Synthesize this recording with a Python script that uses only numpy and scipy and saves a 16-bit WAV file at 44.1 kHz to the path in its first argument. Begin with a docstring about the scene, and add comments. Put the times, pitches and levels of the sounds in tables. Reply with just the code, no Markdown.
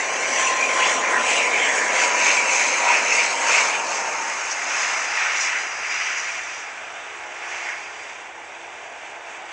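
"""A twin-turboprop airliner on final approach passes by from left to right and sinks away over the runway.
It comes in as a roar of coloured noise that swells and dips, with a thin high whistle.
The gear whine and the engine whistles are scattered tones that slide down with the Doppler shift.
As the roar recedes, a faint engine drone of a few partials comes through; the field rumbles throughout."""
import sys
import numpy as np
from scipy import signal
from scipy.fft import rfft, irfft, next_fast_len
from scipy.io import wavfile
from scipy.ndimage import uniform_filter1d

SR = 44100
rng = np.random.default_rng(int(sys.argv[2]) if len(sys.argv) > 2 else 0)


def log_audio(samples):
    """Write samples as a 16-bit WAV file to the path given in sys.argv[1]."""
    # one column per channel
    frames = np.atleast_2d(samples).T
    # limit to full scale, then quantise
    limited = np.clip(frames, -1, 1)
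    pcm = np.round(limited * 32767).astype(np.int16)
    wavfile.write(sys.argv[1], SR, pcm)


N = 419832
TIME = np.arange(N) / SR


def undb(db):
    """Decibels to gain."""
    return 10 ** (np.asarray(db) / 20)


def unit(x):
    """Scale to rms 1."""
    return x / np.sqrt(np.mean(np.abs(x) ** 2))


def curves(table):
    """Each column of a table as a curve over time."""
    s, *columns = np.transpose(table)
    return [np.interp(TIME, s, c) for c in columns]


def over_pitch(f, hz, values):
    """Read values at frequencies f, on a logarithmic pitch scale."""
    return np.interp(np.log(f), np.log(hz), values)


def shape(x, gain):
    """Filter with a gain given as a function of frequency."""
    size = next_fast_len(N)
    f = np.maximum(np.arange(size // 2 + 1) * SR / size, 1)
    return irfft(rfft(x, size) * gain(f), size)[:N]


def noise(spectrum):
    """Noise of rms 1 with a colour of (Hz, dB) points, falling 12 dB per octave beyond the ends."""
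    hz, db = np.transpose(spectrum)

    def colour(f):
        ends = np.minimum(1, np.minimum(f / hz[0], hz[-1] / f)) ** 2
        return undb(over_pitch(f, hz, db)) * ends

    return unit(shape(rng.standard_normal(N), colour))


def walk(rate):
    """Smooth chance of rms 1 that changes about rate times a second."""
    k = max(int(SR / rate), 1)
    count = N // k + 3
    steps = np.interp(np.arange(N) / k + rng.random(), np.arange(count), rng.standard_normal(count))
    return unit(uniform_filter1d(steps, k))


def tone(hz, flutter_rate, scatter):
    """A whistle of rms 1: the direct ray plus rays scattered by eddies, with wandering phase."""
    rays = unit(1 + scatter * (walk(flutter_rate) + 1j * walk(flutter_rate)))
    return np.sqrt(2) * np.real(rays * np.exp(2j * np.pi * np.cumsum(hz) / SR))


# Blend of three roar colours. Each row: time in seconds, colour (0 howling, 1 duller, 2 low and dark).
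COLOUR_BLEND = [(0, 0), (3.3, 0.28), (4.7, 1.13), (6.2, 1.02), (7, 1.83), (7.6, 1.24), (8.3, 1.8)]


def eddies(x, patchy_db, seconds, width_hz, size=1024):
    """Turbulence lifts and dims patches of the spectrum, most at high pitches and in the howling colour."""
    hz, s, frames = signal.stft(x, SR, nperseg=size)
    patches = rng.standard_normal(frames.shape)
    for _ in range(2):
        patches = uniform_filter1d(patches, max(int(seconds / s[1]), 1), axis=1)
        patches = uniform_filter1d(patches, max(int(width_hz / hz[1]), 1), axis=0)
    by_pitch = np.interp(hz, [300, 1400, 2400, 4500], [0.15, 0.33, 0.63, 0.63])
    by_colour = 1 / (1 + np.interp(s, *np.transpose(COLOUR_BLEND)))
    depth_db = patchy_db * np.outer(by_pitch, by_colour)
    return signal.istft(frames * undb(depth_db * unit(patches)), SR, nperseg=size)[1][:N]


def register(x, low_hz, high_hz, db):
    """One register of the roar, its loudness evened out and then carried at the given level."""
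    part = shape(x, lambda f: 1 / np.sqrt((1 + (low_hz / f) ** 20) * (1 + (f / high_hz) ** 20)))
    return part * undb(db) / np.sqrt(uniform_filter1d(part ** 2, SR // 6))


# The three colours of the roar. Each row: frequency in Hz, relative density in dB per Hz.
HOWLING = [(120, -36), (250, -13.5), (400, -10.5), (520, -3), (980, -6), (1400, -2), (2000, 3.5), (2300, 6),
           (2800, 1), (3650, -14.5), (4150, -12.5), (4800, -14), (6500, -5), (8100, -13), (8700, -22.5),
           (11000, -39.5)]
DULLER = [(130, -30.5), (400, -13.5), (860, -2.5), (1400, 1), (2250, -1.5), (2640, -4.5), (3180, -14.5),
          (3900, -20.5), (4500, -18.5), (5850, -10), (6550, -10), (8000, -20), (10800, -47.5)]
LOW_AND_DARK = [(160, -28), (230, -16.5), (350, -8.5), (520, -4.5), (750, 2.5), (1200, -1.5), (1600, -0.5),
                (1930, -5.5), (2330, -3), (3050, -9), (3550, -8.5), (3950, -19.5), (5100, -21.5),
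                (6000, -14), (7900, -17), (10500, -51)]


def roar(rush_db, wash_db, howl_db, hiss_db):
    """Turbulence from airframe, propellers and engines; its colour turns as the aircraft goes by."""
    blend, = curves(COLOUR_BLEND)
    air = 0
    for k, colour in enumerate([HOWLING, DULLER, LOW_AND_DARK]):
        share = np.maximum(1 - np.abs(blend - k), 0)
        air = air + np.sqrt(share) * noise(colour)
    air = eddies(air, patchy_db=4.5, seconds=.035, width_hz=220)
    rush = register(air, 60, 1052, rush_db)
    wash = register(air, 1220, 2035, wash_db)
    howl = register(air, 2126, 3015, howl_db)
    hiss = register(air, 3630, 10260, hiss_db)
    # small eddies make the howl and the hiss flutter, short wavelengths most
    flutter_db = 0.71 * walk(18) + 0.39 * walk(200)
    hiss_flutter_db = 0.52 * walk(190)
    return rush + wash + undb(flutter_db) * (howl + undb(hiss_flutter_db) * hiss)


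# Level of the low airframe rush. Each row: time in seconds, level in dB.
RUSH = [(0, -30.5), (1.2, -26.5), (3, -29.5), (4.05, -29.5), (4.4, -34), (5.2, -35.5), (6.4, -41.5),
        (8.5, -42), (9.52, -40.5)]
# Level of the engine roar between swells. Each row: time in seconds, level in dB.
ROAR = [(0, -31), (2.4, -29.5), (4.1, -32), (5.7, -36), (6.9, -39.5), (8.5, -44), (9.52, -42)]
HOWL_DB, HISS_DB = -0.73, -1.7  # relative to the roar
# the intakes turn out of sight and their hiss drops
SHADOW_S, SHADOW_FADE_S, SHADOW_DB = 5.55, 0.98, -5.5


def register_levels():
    """Levels in dB of rush, wash, howl and hiss: the slow fade of the pass."""
    (rush_db,), (roar_db,) = curves(RUSH), curves(ROAR)
    shadow_db = SHADOW_DB * np.clip((TIME - SHADOW_S) / SHADOW_FADE_S, 0, 1)
    return rush_db, roar_db, roar_db + HOWL_DB, roar_db + HISS_DB + shadow_db


# Swells and dips of the sound, some brief and some seconds long, each in its own range of pitches.
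# Each row: centre in seconds, length in seconds, boost in dB, centre in Hz, spread in octaves either way.
SWELLS = [(0.418, 0.25, 5, 6560, 2.3), (.25, 0.75, 1.5, 1650, 0.18), (.64, 0.095, 12.5, 2430, 0.095),
          (0.717, .99, 7.5, 3340, 0.15), (0.835, 0.19, 6, 2520, 1.76), (0.923, .085, 7, 7400, 0.38),
          (1.14, 0.19, 9.5, 1500, 0.47), (1.346, 0.17, 11.5, 3170, 0.51), (1.56, 0.36, 7, 2300, 0.17),
          (1.333, 0.15, 5.5, 7450, 0.54), (1.645, 0.25, 12.5, 3260, 0.18), (1.74, .2, 4.5, 7500, 0.69),
          (1.76, 0.39, 9, 1760, 0.22), (2.04, 0.22, 6.5, 3960, 2.1), (2.286, 0.23, 8, 3800, 1.7),
          (2.448, .7, 4, 2340, 0.14), (2.628, 0.34, 6, 4850, 1.74), (2.943, .19, 7.5, 2650, 2),
          (2.863, 0.15, 5, 950, 0.54), (2.945, 0.18, 7, 2610, 0.12), (3.03, 0.044, -6, 2400, 0.4),
          (2.9, 2.8, -2.5, 1790, 0.24), (3.124, .17, 6, 2430, 0.25), (3.186, .25, 8.5, 4200, 1.47),
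          (3.38, 0.086, -2, 3000, 1.1), (3.56, 0.27, 10, 3720, 2.2), (3.56, 0.05, 4, 2500, .35),
          (3.76, .084, 7, 2800, .45), (3.858, 0.17, -4.5, 2100, 0.26), (3.95, 0.095, 4.5, 5700, 0.9),
          (4.52, 0.034, 8.5, 5850, .37), (4.88, 0.43, 6.5, 3300, 2.3), (5.262, .27, 10, 2470, 1.4),
          (5.427, 0.12, 8.5, 6170, 0.86), (5.53, 0.25, 8, 2220, 1), (5.95, 0.42, 5.5, 2700, 1.03),
          (6.184, 0.54, 7.5, 4200, 1.7), (6.187, 0.032, 5, 5900, 0.41), (6.57, 0.18, 5.5, 5200, 0.88),
          (7.594, 0.41, 8, 4150, 2.3), (7.71, 0.088, 8, 1880, .3), (7.993, 0.38, 4, 4570, 1.5),
          (8.6, 2.2, -3, 1290, 0.14)]
SWELL_STEEPNESS = 2.5  # 2 is a bell, more gives a flatter top and quicker flanks


def swells(x, size=1024):
    """Each swell lifts (or dims) a range of pitches, rising and falling smoothly around its centre."""
    hz, s, frames = signal.stft(x, SR, nperseg=size)
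    lift_db = 0
    for at, length, boost_db, centre_hz, octaves in SWELLS:
        rise_and_fall = np.exp(-np.abs(2 * (s - at) / length) ** SWELL_STEEPNESS)
        reach = np.exp(-(np.log2(np.maximum(hz, 1) / centre_hz) / octaves) ** 2)
        lift_db = lift_db + boost_db * np.outer(reach, rise_and_fall)
    return signal.istft(frames * undb(lift_db), SR, nperseg=size)[1][:N]


# the pass: blade-passing rate at the aircraft, speed, moment and distance of closest approach
BLADE_HZ, SPEED_M_S, CLOSEST_S, DISTANCE_M = 76.44, 62.7, 2.69, 288.6


def doppler():
    """Pitch factor of a source flying past in a straight line."""
    along = SPEED_M_S * (TIME - CLOSEST_S)
    receding_m_s = SPEED_M_S * along / np.hypot(along, DISTANCE_M)
    return 1 / (1 + receding_m_s / 343)  # speed of sound in m/s


# Compressor whistle. Each row: time in seconds, level in dB relative to the hiss.
COMPRESSOR_BEAM = [(0, -6.5), (.4, -3.5), (.9, -7.5), (2.4, -19.5), (4.55, -16), (4.76, -8), (5.1, -16.5),
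                   (5.95, -8), (6.2, -12), (6.62, -10), (6.85, -19), (8.03, -9), (8.2, -16)]


def compressors(blade_hz):
    """One whistle per engine: the far one on the approach, the near one taking over towards abeam."""
    near_share = np.clip(TIME / CLOSEST_S, 0, 1)
    near = np.sqrt(near_share) * tone(71.2 * blade_hz, flutter_rate=110, scatter=1.6)
    far = np.sqrt(1 - near_share) * tone(70.6 * blade_hz, flutter_rate=220, scatter=1.8)
    beam_db, = curves(COMPRESSOR_BEAM)
    return undb(beam_db + 1.0 * walk(17)) * (near + far)


# Pitches of the turbine whistles, as multiples of the blade rate.
TURBINE_LINES = [80.3, 81.6, 82.9, 84.3, 85.8, 87.4, 89, 90.6]
# Turbine whistles. Each row: time in seconds, level in dB relative to the hiss,
# multiple of the blade rate that is beamed at the listener.
TURBINE = [(0, -15, 80), (1.8, -16, 81), (2.2, -4.5, 81.6), (2.65, -2, 82.7), (3, -10, 83.5),
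           (3.45, -9.5, 85.5), (4.2, -5.5, 89), (4.85, -8, 90.6), (5.2, -14, 83), (6.1, -2, 85.8),
           (6.7, -10, 85.6), (9.52, -23, 86)]
TURBINE_FLICKER_DB, TURBINE_FLICKER_HZ = 4.5, 89.8  # rms depth and rate of the quick trill in level


def turbines(blade_hz):
    """A cluster of rough whistles, each with its own beam that sweeps over the listener in turn."""
    db, beamed = curves(TURBINE)
    beams = [1 / (1 + ((k - beamed) / 1.0) ** 2) for k in TURBINE_LINES]
    cluster = 0
    for beam, k in zip(beams, TURBINE_LINES):
        cluster = cluster + beam * tone(k * blade_hz, flutter_rate=280, scatter=1.9)
    cluster = cluster / np.linalg.norm(beams, axis=0)
    trill = tone(np.full(N, TURBINE_FLICKER_HZ), flutter_rate=20, scatter=1)
    flicker = unit(undb(TURBINE_FLICKER_DB * trill))
    return undb(db) * flicker * cluster


# Gear whine, beamed forwards. Each row: time in seconds, level in dB.
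GEAR = [(0, -35), (.3, -38), (.42, -29), (1.25, -29.5), (1.64, -35), (2.25, -31), (3.1, -38), (3.65, -32.5),
        (4.2, -36), (4.6, -57), (6.6, -56), (7.3, -49), (8.2, -61)]


def gearboxes(blade_hz):
    """The whine of two propeller gearboxes that beat against each other until the far one fades."""
    near = tone(12.5 * blade_hz, flutter_rate=30, scatter=0.12 + 0.058 * TIME)
    far = undb(-4.5 - 2.2 * TIME) * tone(12.86 * blade_hz, flutter_rate=16, scatter=0.24)
    level_db, = curves(GEAR)
    return undb(level_db) * (near + far)


# Rate and strength of the engine drone. Each row: time in seconds, rate in Hz, gain in dB.
DRONE_RATE = [(4.6, 70.2, -10), (5.4, 69.8, 1), (5.85, 67.7, 1), (6.6, 67.3, -1), (7.25, 69.5, 2.5),
              (8.4, 68.1, -1), (9.52, 68.2, 1.5)]
# Partials of the drone. Each row: multiple of its rate, level in dB before that gain.
DRONE = [(5, -61), (6, -61.5), (7, -62.5), (9, -60), (10, -53), (11, -57.5)]
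DRONE_FADE_DB, DRONE_WANDER = 1.5, .002  # rms fade of each partial; rms share by which the pitch wanders


def drone():
    """A faint engine drone that sags and recovers in pitch while its partials fade in and out."""
    hz, level_db = curves(DRONE_RATE)
    hz = hz * (1 + DRONE_WANDER * walk(2))
    partials = 0
    for k, db in DRONE:
        fade = unit(undb(DRONE_FADE_DB * walk(2.05)))
        partials = partials + undb(db) * fade * tone(k * hz, flutter_rate=9, scatter=0.45)
    return undb(level_db) * partials


# Thin high whistle. Each row: time in seconds, pitch in Hz, level in dB.
THIN_WHISTLE = [(.5, 8550, -60), (.6, 9800, -59), (.8, 9140, -48), (1, 8550, -63), (1.11, 9120, -50),
                (1.24, 8700, -53), (1.35, 9400, -48), (1.54, 8700, -62), (1.64, 9000, -54),
                (1.72, 8750, -62)]


def thin_whistle():
    """A faint high whistle that wanders up and down during the approach."""
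    hz, db = curves(THIN_WHISTLE)
    sounding = (TIME > THIN_WHISTLE[0][0]) & (TIME < THIN_WHISTLE[-1][0])
    return sounding * undb(db) * tone(hz * (1 + 0.002 * walk(60)), flutter_rate=200, scatter=0.45)


# Sound scattered back by the field. Each row: frequency in Hz, level in dB relative to the direct sound.
DIFFUSE = [(130, -30), (700, -25), (1150, -17.5), (2200, -28), (3900, -13.5), (6500, -28.5)]


def scattered(x):
    """The field sends a little sound back 37 ms late."""
    hz, db = np.transpose(DIFFUSE)
    late = np.pad(x, (int(.037 * SR), 0))[:N]
    return shape(late, lambda f: undb(over_pitch(f, hz, db)))


# Colour of the distant airfield rumble. Each row: frequency in Hz, relative density in dB per Hz.
FIELD = [(20, -21), (55, -12), (72, -2.5), (95, -1), (250, -17.5), (600, -37)]
FIELD_SIDE_DB = -30  # share of the rumble that differs between left and right


def airfield():
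    """Distant rumble of low noise that slowly sinks."""
    apart = undb(FIELD_SIDE_DB) * np.array([[1], [-1]]) * noise(FIELD)
    return undb(-63 - 0.6 * TIME) * (noise(FIELD) + apart)


# Balance of the aircraft. Each row: time in seconds, left minus right in dB.
PAN = [(0, .5), (6, 0), (7, -1.2), (9.52, -1.5)]


def scene():
    """The aircraft crosses from left to right; a little of its sound comes back diffusely from the field."""
    blade_hz = BLADE_HZ * doppler()
    rush_db, wash_db, howl_db, hiss_db = register_levels()
    whistles = undb(hiss_db) * (compressors(blade_hz) + turbines(blade_hz))
    passing = roar(rush_db, wash_db, howl_db, hiss_db) + gearboxes(blade_hz) + whistles
    aircraft = swells(passing) + drone()
    pan_db, = curves(PAN)
    sides = np.array([[1], [-1]])
    direct = aircraft * undb(sides * pan_db / 2)
    # opposite sign left and right makes the scattered sound wide
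    return direct + sides * scattered(aircraft) + airfield() + thin_whistle()


# Mismatch of the two microphones, half of it given to each side.
# Each row: frequency in Hz, nominal left minus right in dB, nominal lead of the left in radians.
PORTS = [(250, 0, -0.065), (800, 0.4, -0.17), (1050, 1, -0.23), (1450, -0.5, -0.2), (5000, 0.4, -.02)]
TOP_HZ = 10900


def record(dry):
    """Two microphones differ slightly in level and phase; a steep low-pass cuts the top."""
    hz, db, lead = np.transpose(PORTS)

    def port(x, side):
        response = undb(side * db / 2) * np.exp(1j * side * lead / 2)
        return shape(x, lambda f: over_pitch(f, hz, response))

    heard = np.array([port(dry[0], 1), port(dry[1], -1.07)])  # the right half is slightly stronger
    return signal.sosfilt(signal.ellip(8, .2, 70, TOP_HZ, fs=SR, output="sos"), heard)


dry = scene()
out = record(dry)
log_audio(out)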